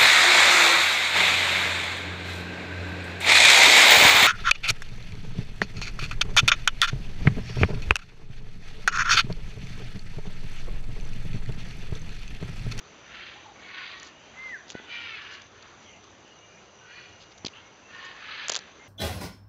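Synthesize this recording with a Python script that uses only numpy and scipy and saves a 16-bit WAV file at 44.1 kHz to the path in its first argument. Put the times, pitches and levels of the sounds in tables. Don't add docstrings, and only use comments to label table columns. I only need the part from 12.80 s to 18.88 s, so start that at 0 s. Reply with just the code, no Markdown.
import sys
import numpy as np
from scipy import signal
from scipy.fft import rfft, irfft
from scipy.io import wavfile

SR = 44100
rng = np.random.default_rng(int(sys.argv[2]) if len(sys.argv) > 2 else 0)


def volts(x):
    e = np.asarray(x, float) / 20
    return 10 ** e


def waveform_to_disk(signal):
    frames = np.transpose(np.atleast_2d(signal))
    scaled = np.clip(frames, -1, 1) * 32767
    samples = np.round(scaled).astype(np.int16)
    wavfile.write(sys.argv[1], SR, samples)


N = 268128

# start in seconds, attack in seconds, hold in seconds,
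# release in seconds, level in dB.
SQUAWK_CALLS = [(.21, .2, .04, .2, -42.5), (.75, 0.29, 0.0033, 0.13, -38.5), (1.075, 0.063, 0.091, .1, -46),
                (1.499, .12, 0.067, 0.038, -49.5), (1.937, 0.013, 0.012, 0.15, -44),
                (2.065, 0.063, .22, .07, -40), (2.357, 0.02, .17, 0.13, -43.5), (2.7, 0.12, .03, 0.22, -53),
                (4.031, 0.15, 0.0091, 0.19, -47), (5.062, 0.13, 0.071, .2, -42.5),
                (5.32, .24, .07, 0.11, -38), (5.94, 0.14, 0.046, 0.046, -57.5),
                (2.059, 0.045, .15, 0.084, -45.5), (5.652, 0.019, 0.058, 0.19, -43.5),
                (4.72, 0.023, 0.029, .2, -53.5)]
# first pitch in Hz, last pitch in Hz,
# breath noise share from 0 to 1, throat shape number.
SQUAWK_VOICES = [(455, 470, .6, 0), (372, 335, .57, 1), (378, 340, .33, 2), (420, 420, .8, 3),
                 (498, 498, .4, 4), (472, 378, .36, 5), (565, 572, .6, 6), (450, 450, .8, 3),
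                 (484, 470, .42, 7), (362, 352, .52, 8), (432, 425, .7, 9), (520, 536, .65, 4),
                 (502, 450, .3, 10), (435, 435, .7, 9), (450, 450, .8, 3)]
# frequency in Hz, density in dB per Hz.
THROAT_SHAPES = [
    [(900, -22), (1470, -1), (2100, -1), (2900, -2), (4470, -10)],
    [(900, -11.5), (1280, -7.5), (2190, -0.5), (2620, -6), (4400, -10)],
    [(1250, 5.5), (1480, -7.5), (1800, 4.5), (2300, -2.5), (4610, -8)],
    [(1000, -1), (1620, -2), (2400, -6.5), (3380, -6), (4600, -15.5)],
    [(1000, -19), (1470, 8.5), (2670, -3), (3340, -2.5), (4000, -6)],
    [(1190, -10), (1750, -7.5), (2380, 0.5), (2950, -6), (4200, -15.5)],
    [(1000, -15), (1680, -3.5), (1950, -7.5), (2990, -8), (4300, -16.5)],
    [(1090, -8), (1930, -1.5), (2910, -1), (3630, -14), (4370, -5.5)],
    [(1000, -7), (1470, -10.5), (1830, 1), (2050, -11), (2970, -8.5)],
    [(1000, -10), (1740, -1), (1950, -4), (2640, -4), (4270, -9)],
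    [(1200, -14), (2300, -6), (2950, 5), (3500, -8), (4300, -7)],
]
# frequency in Hz, density in dB per Hz.
THROAT_SLOPES = [(530, -39.5), (5300, -21), (7000, -53.5)]


def squawks():
    sag_power = 4.0
    jitter_at_full_noise = 0.07
    beak_hz = 2500
    beak_lag, beak_steepness = 0.15, 0.96
    n = SR // 2
    out, t = np.zeros(N + n), np.arange(n) / SR
    for call, voice in zip(SQUAWK_CALLS, SQUAWK_VOICES):
        start_s, attack, hold, release, db = call
        first_hz, last_hz, noisy, throat = voice
        progress = np.minimum(t / (attack + hold + release), 1)
        pitch = first_hz + (last_hz - first_hz) * progress ** sag_power
        jitter = 1 + jitter_at_full_noise * noisy ** 2 * drift(95.3, n)
        phase = 2 * np.pi * np.cumsum(pitch * jitter) / SR

        tone = np.zeros(n)
        for k in range(2, 14):
            tone += volts(3.5 * drift(24, n)) * np.cos(k * phase + k * k * 0.3)
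        breath = rng.standard_normal(n) * (1 + 0.47 * np.cos(phase))
        source = np.sqrt(1 - noisy) * rms_one(tone) + np.sqrt(noisy) * 1.9 * rms_one(breath)

        voiced, hz = colour(source, sorted(THROAT_SHAPES[throat] + THROAT_SLOPES))
        upper = 1 / (1 + (beak_hz / (hz + 1)) ** 8)
        parts = np.array([irfft(voiced * (1 - upper), n), irfft(voiced * upper, n)])
        chest, beak = rms_one(parts) / np.sqrt(2)

        stutter = rms_one(volts(2.0 * drift(130, n)))
        chest_gain = swell(t, attack, hold, release)
        beak_gain = swell(t - beak_lag * attack, attack, hold, release) ** beak_steepness
        start = round(start_s * SR)
        out[start:start + n] += stutter * volts(db) * (chest_gain * chest + beak_gain * beak)
    return out[:N]


def swell(t, attack, hold, release):
    depth_db, attack_curve, release_curve = 15.5, 1.58, 0.91
    before = np.clip(1 - t / attack, 0, 1)
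    after = np.clip((t - attack - hold) / release, 0, 1)
    edge = np.clip(np.minimum(t, attack + hold + release - t) / 0.0087, 0, 1)
    return edge * volts(-depth_db * (before ** attack_curve + after ** release_curve))


# time in seconds, pitch in Hz, level in dB.
CLEAR_WHISTLE = [
    (1.562, 2020, -54),
    (1.58, 2050, -43),
    (1.635, 2100, -40),
    (1.685, 2060, -39),
    (1.72, 1960, -37),
    (1.742, 1790, -33),
    (1.758, 1610, -37),
    (1.778, 1440, -48),
]


def near_whistle():
    return whistles([CLEAR_WHISTLE], waver_hz=3.7, flutter_db=1.5)


# start in seconds, length in seconds, first pitch in Hz,
# last pitch in Hz, level in dB.
LONG_WHISTLES = [
    (1.24, .29, 2620, 3260, -60.5),
    (3.45, .36, 2860, 2840, -61),
    (3.58, .26, 2250, 2550, -65),
    (3.84, .3, 2850, 2850, -65),
    (4.1, .06, 1500, 1900, -54),
    (4.28, .3, 2860, 2830, -63),
    (5.03, .3, 2620, 3150, -57),
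    (6.02, .05, 3400, 3600, -64),
]
# start in seconds, length in seconds, first pitch in Hz,
# last pitch in Hz, level in dB.
THIN_NOTES = [
    (.553, 0.043, 815, 820, -53),
    (.648, 0.083, 835, 815, -54.5),
    (1.986, 0.052, 3400, 3250, -57),
    (4.15, .05, 4390, 4280, -55.5),
    (3.02, .2, 2220, 2083, -61.5),
    (3.999, 0.13, 1500, 1500, -58.5),
    (4.175, 0.053, 1950, 1350, -54.5),
    (4.8, 0.12, 2130, 2200, -57.5),
    (5.99, 0.091, 2090, 2150, -55.5),
]


def far_whistles():
    long_notes = whistles(map(arch, LONG_WHISTLES), waver_hz=25, flutter_db=3)
    thin_notes = whistles(map(arch, THIN_NOTES), waver_hz=35, flutter_db=3.5)
    return long_notes + thin_notes


def whistles(tables, waver_hz, flutter_db):
    out = np.zeros(N)
    for rows in tables:
        start, edge, (hz, db) = span(rows, fade_s=0.0079)
        n = len(edge)
        phase = 2 * np.pi * np.cumsum(hz + waver_hz * drift(51, SR // 2)[:n]) / SR
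        tone = np.sin(phase) + volts(-30) * np.sin(3 * phase)
        level = volts(db + flutter_db * drift(33, SR // 2)[:n])
        out[start:start + n] += edge * np.sqrt(2) * level * tone
    return out


# start in seconds, length in seconds, first pitch in Hz,
# last pitch in Hz, level in dB.
GRATING_NOTES = [
    (3.44, .06, 2900, 2830, -52.5),
    (2.8, .2, 1250, 1500, -57.5),
    (2, 0.14, 3450, 3600, -54),
    (4.725, .09, 2750, 2960, -47),
    (3.035, .14, 3350, 2600, -54.5),
]


def grating_birds():
    return rasps(GRATING_NOTES, pulse_hz=220)


def forest(x):
    t60_s, tail_db, gap_s = 0.36, -17, 0.03
    t = np.arange(SR // 2) / SR
    tail = band(rng.standard_normal(len(t)), 240, 4000, order=1)
    tail = tail * volts(-60 * t / t60_s) * (t > gap_s)
    return x + volts(tail_db) * signal.fftconvolve(x, tail / np.sqrt(np.sum(tail ** 2)))[:N]


# time in seconds, level in dB,
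# top band relative to the tick in dB, low band relative to the tick in dB.
BODY_TICKS = [(1.2312, -27, 1, -14), (1.8941, -35, -9, -6), (1.9026, -22, -4, -11), (1.9085, -29, -6, -18),
              (1.9201, -32, -9, -7), (2.8271, -39, -10, -6), (3.2416, -39, -8, -8), (3.4795, -42, -7, -3),
              (4.5842, -39, -9, -6), (5.6839, -13, 3, -13), (5.6961, -9, -4, -15), (5.699, -9, -1, -11),
              (5.7184, -18, 0, -9), (5.7204, -15, -8, -15), (5.7237, -17, -2, -9), (5.7302, -28, -8, -11),
              (5.7368, -22, -7, -15), (5.7455, -15, -7, -13), (5.7535, -12, -5, -14), (5.758, -31, -1, -2),
              (5.7632, -11, -6, -13), (5.7687, -16, -4, -14), (5.7751, -25, -8, -8), (5.7904, -24, -7, -9)]


def ticks():
    out, t = np.zeros(N), np.arange(400) / SR
    for s, db, top_db, low_db in BODY_TICKS:
        hit = rng.standard_normal(400) * (np.exp(-t / 0.0005) + 0.12 * np.exp(-t / 0.003))
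        hit[0] = -4
        mid, top, low = band(hit, 2840, 5930), band(hit, 4970, 7970), band(hit, 366, 2200)
        click = peak_one(mid) + volts(top_db + 1.0) * peak_one(top)
        thud = volts(low_db - 1.0) * peak_one(low)
        i = round(s * SR)
        out[i:i + 400] += volts(db + 4.5) * (peak_one(click) + thud)
    return out


# start in seconds, length in seconds, level in dB, centre in Hz.
RUBS = [(1.196, 0.0054, -43.5, 6100), (1.236, 0.061, -51.5, 5630), (1.872, 0.067, -49, 4760),
        (2.504, 0.068, -51.5, 4430), (2.617, 0.0052, -46.5, 4800), (2.819, 0.013, -52, 3930),
        (3.01, 0.051, -60.5, 4660), (4.39, 0.065, -54, 4200), (4.506, 0.027, -57, 4480),
        (4.577, 0.0059, -50, 4670), (4.649, 0.0031, -29, 4430), (4.66, 0.014, -30.5, 4100),
        (4.681, 0.0044, -38.5, 4060), (5.15, 0.025, -65, 6500), (5.245, 0.025, -51.5, 6200)]


def scuffs():
    out = np.zeros(N)
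    for s, length, db, hz in RUBS:
        n, i = round(length * SR), round(s * SR)
        grit = volts(3.9 * drift(300, 3000)[:n])
        grains = rng.standard_normal(3000)[:n] * np.sqrt(np.hanning(n)) * grit
        out[i:i + n] += volts(db) * rms_one(band(grains, 0.64 * hz, 1.324 * hz))
    return out


# time in seconds, height in dB, half width in seconds, direction as a sign.
HOUSING_BUMPS = [
    (1.9528, -20, 0.00047, 1),
    (2.0, -33, 0.00039, 1),
    (3.4489, -35, 0.00043, 1),
    (4.6471, -23, 0.00022, 1),
    (4.6487, -23.5, 0.00066, -1),
    (4.6666, -26, 0.00044, -1),
    (5.698, -29.5, 0.00042, 1),
]


def bumps():
    out, t = np.zeros(N), np.arange(-600, 600) / SR
    for s, db, width, way in HOUSING_BUMPS:
        i = round(s * SR)
        swing_back = 0.21 * np.exp(-((t - width) / (4.7 * width)) ** 2)
        push = np.exp(-(t / width) ** 2) - swing_back
        out[i - 600:i + 600] += np.sign(way) * volts(db) * push
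    return out


# frequency in Hz, width in Hz, level in dB.
WING_MODES = [
    (5943, 200, 0.5),
    (6300, 130, -4.5),
]


def insects():
    level_db, throb_s, dip_at_s, throb_db = -61, 0.491, 2.388, 2
    dip = np.cos(np.pi * (np.arange(N) / SR - dip_at_s) / throb_s) ** 2
    out = np.zeros(N)
    for hz, width, mode_db in WING_MODES:
        clicks = rng.standard_normal(N) * (rng.random(N) < 1500 / SR)
        ring = resonance(resonance(clicks, hz, 1.5 * width), hz, 1.5 * width)
        out += volts(mode_db + 1.4 * drift(5.3, N)) * rms_one(ring)
    return volts(level_db - throb_db * dip) * rms_one(out)


# start in seconds, length in seconds, first pitch in Hz, last pitch in Hz, level in
# dB.
LOW_HUMS = [
    (0, 0.63, 61.6, 60.3, -68.5),
    (1.1, 0.85, 63.5, 63, -70.5),
    (1.95, 1.4, 96.6, 93.6, -63),
    (3.95, 1, 94.3, 96.6, -63.5),
]


def drones():
    return rasps(LOW_HUMS, pulse_hz=14.0)


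# frequency in Hz, density in dB per Hz.
AIR_COLOUR = [(25, -29), (60, -4.5), (100, -4), (250, -3), (450, -2), (800, -4), (1300, -4.5), (1900, -8),
              (2800, -7.5), (3700, -12.5), (5000, -15.5), (7000, -19), (9000, -18)]


def air():
    lull_s, lull_width_s, lull_db, flock_hz = 3.57, 1, 2, 1600
    lull = np.exp(-((np.arange(N) / SR - lull_s) / lull_width_s) ** 2)
    edges = 24 * 2 ** np.arange(0, 8.8, 1 / 3)
    white, shared = rng.standard_normal((2, N)), drift(0.5, N)
    flicker = [drift(7.4, N) for _ in range(5)]
    point_hz, point_db = np.transpose(AIR_COLOUR)
    out = np.zeros(N)
    for k, (low, high) in enumerate(zip(edges, edges[1:])):
        db = np.interp(np.log(low * high) / 2, np.log(point_hz), point_db)
        db = db - lull_db * lull * np.exp(-np.log(low / flock_hz) ** 2)
        out += volts(db + 0.68 * shared + 1.52 * flicker[k % 5]) * band(white[k % 2], low, high)
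    return volts(-51.5) * rms_one(out)


def rasps(notes, pulse_hz):
    out = np.zeros(N)
    for note in notes:
        start, edge, (hz, db) = span(arch(note), fade_s=0.0093)
        n = len(edge)
        carrier = np.sin(2 * np.pi * np.cumsum(hz) / SR)
        out[start:start + n] += edge * volts(db) * drift(pulse_hz, 2 * SR)[:n] * carrier
    return out


def arch(note):
    s, length, first_hz, last_hz, db = note
    u = np.linspace(0, 1, 9)
    level_db = db + 20 * 0.6 * np.log10(np.sin(np.pi * u) + 0.22)
    return np.transpose([s + length * u, first_hz + (last_hz - first_hz) * u, level_db])


def span(rows, fade_s):
    s, *columns = np.transpose(rows)
    start = max(round(s[0] * SR), 0)
    t = np.arange(start, min(round(s[-1] * SR), N)) / SR
    edge = np.clip(np.minimum(t - s[0], s[-1] - t) / fade_s, 0, 1)
    return start, edge, [np.interp(t, s, c) for c in columns]


def drift(rate, size):
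    r = np.exp(-16 * np.pi * rate / SR)
    noise = rng.standard_normal(size // 8 + 1002)
    slow = signal.lfilter([1], [1, -2 * r, r * r], noise)[1000:]
    return np.interp(np.arange(size) / 8, np.arange(len(slow)), rms_one(slow))


def resonance(x, hz, width_hz):
    r = np.exp(-np.pi * width_hz / SR)
    zeros = np.array([1, 0, -1]) * (1 - r * r) / 2
    return signal.lfilter(zeros, [1, -2 * r * np.cos(2 * np.pi * hz / SR), r * r], x)


def band(x, low_hz, high_hz, order=2):
    return signal.sosfilt(signal.butter(order, [low_hz, high_hz], "band", fs=SR, output="sos"), x)


def colour(x, points):
    hz, points = np.fft.rfftfreq(len(x), 1 / SR), np.array(points)
    gain_db = np.interp(np.log(hz + 1), np.log(points[:, 0]), points[:, 1])
    return rfft(x) * volts(gain_db), hz


def rms_one(x):
    return x / np.sqrt(np.mean(x ** 2) + 1e-20)


def peak_one(x):
    return x / np.abs(x).max()


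def scene():
    birds = forest(squawks() + near_whistle() + far_whistles() + grating_birds())
    handling = ticks() + scuffs() + bumps()
    background = insects() + drones() + air()
    return (birds + handling + background)[None]


def low_pass(x):
    return signal.sosfilt(signal.butter(12, 8880, fs=SR, output="sos"), x)


# frequency in Hz, gain in dB.
SAMPLING_RESPONSE = [(20, 0.5), (6900, -1.5), (7400, -9.5), (7700, -20), (7950, -47), (8050, -43),
                     (8450, -27.5), (8750, -27), (9050, -47.5), (12000, -80), (22050, -90)]
# from in seconds, to in seconds, low edge in Hz, high edge in Hz.
THINNED_BAND = (3.5, 4.6, 232, 290)


def record(dry):
    notch_hz, notch_width_hz = 5425, 170
    spectrum, hz = colour(dry[0], SAMPLING_RESPONSE)
    off = hz - notch_hz
    spectrum = spectrum * 1j * off / (notch_width_hz + 1j * off)

    t0, t1, low, high = THINNED_BAND
    share = np.interp(np.arange(N) / SR, [t0 - 0.02, t0, t1, t1 + 0.02], [0, 0.68, 0.72, 0])
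    low_band = irfft(spectrum * (hz > low) * (hz < high), N)
    mix = irfft(spectrum, N) - share * low_band
    return low_pass(mix[None])


dry = scene()
out = record(dry)
waveform_to_disk(out)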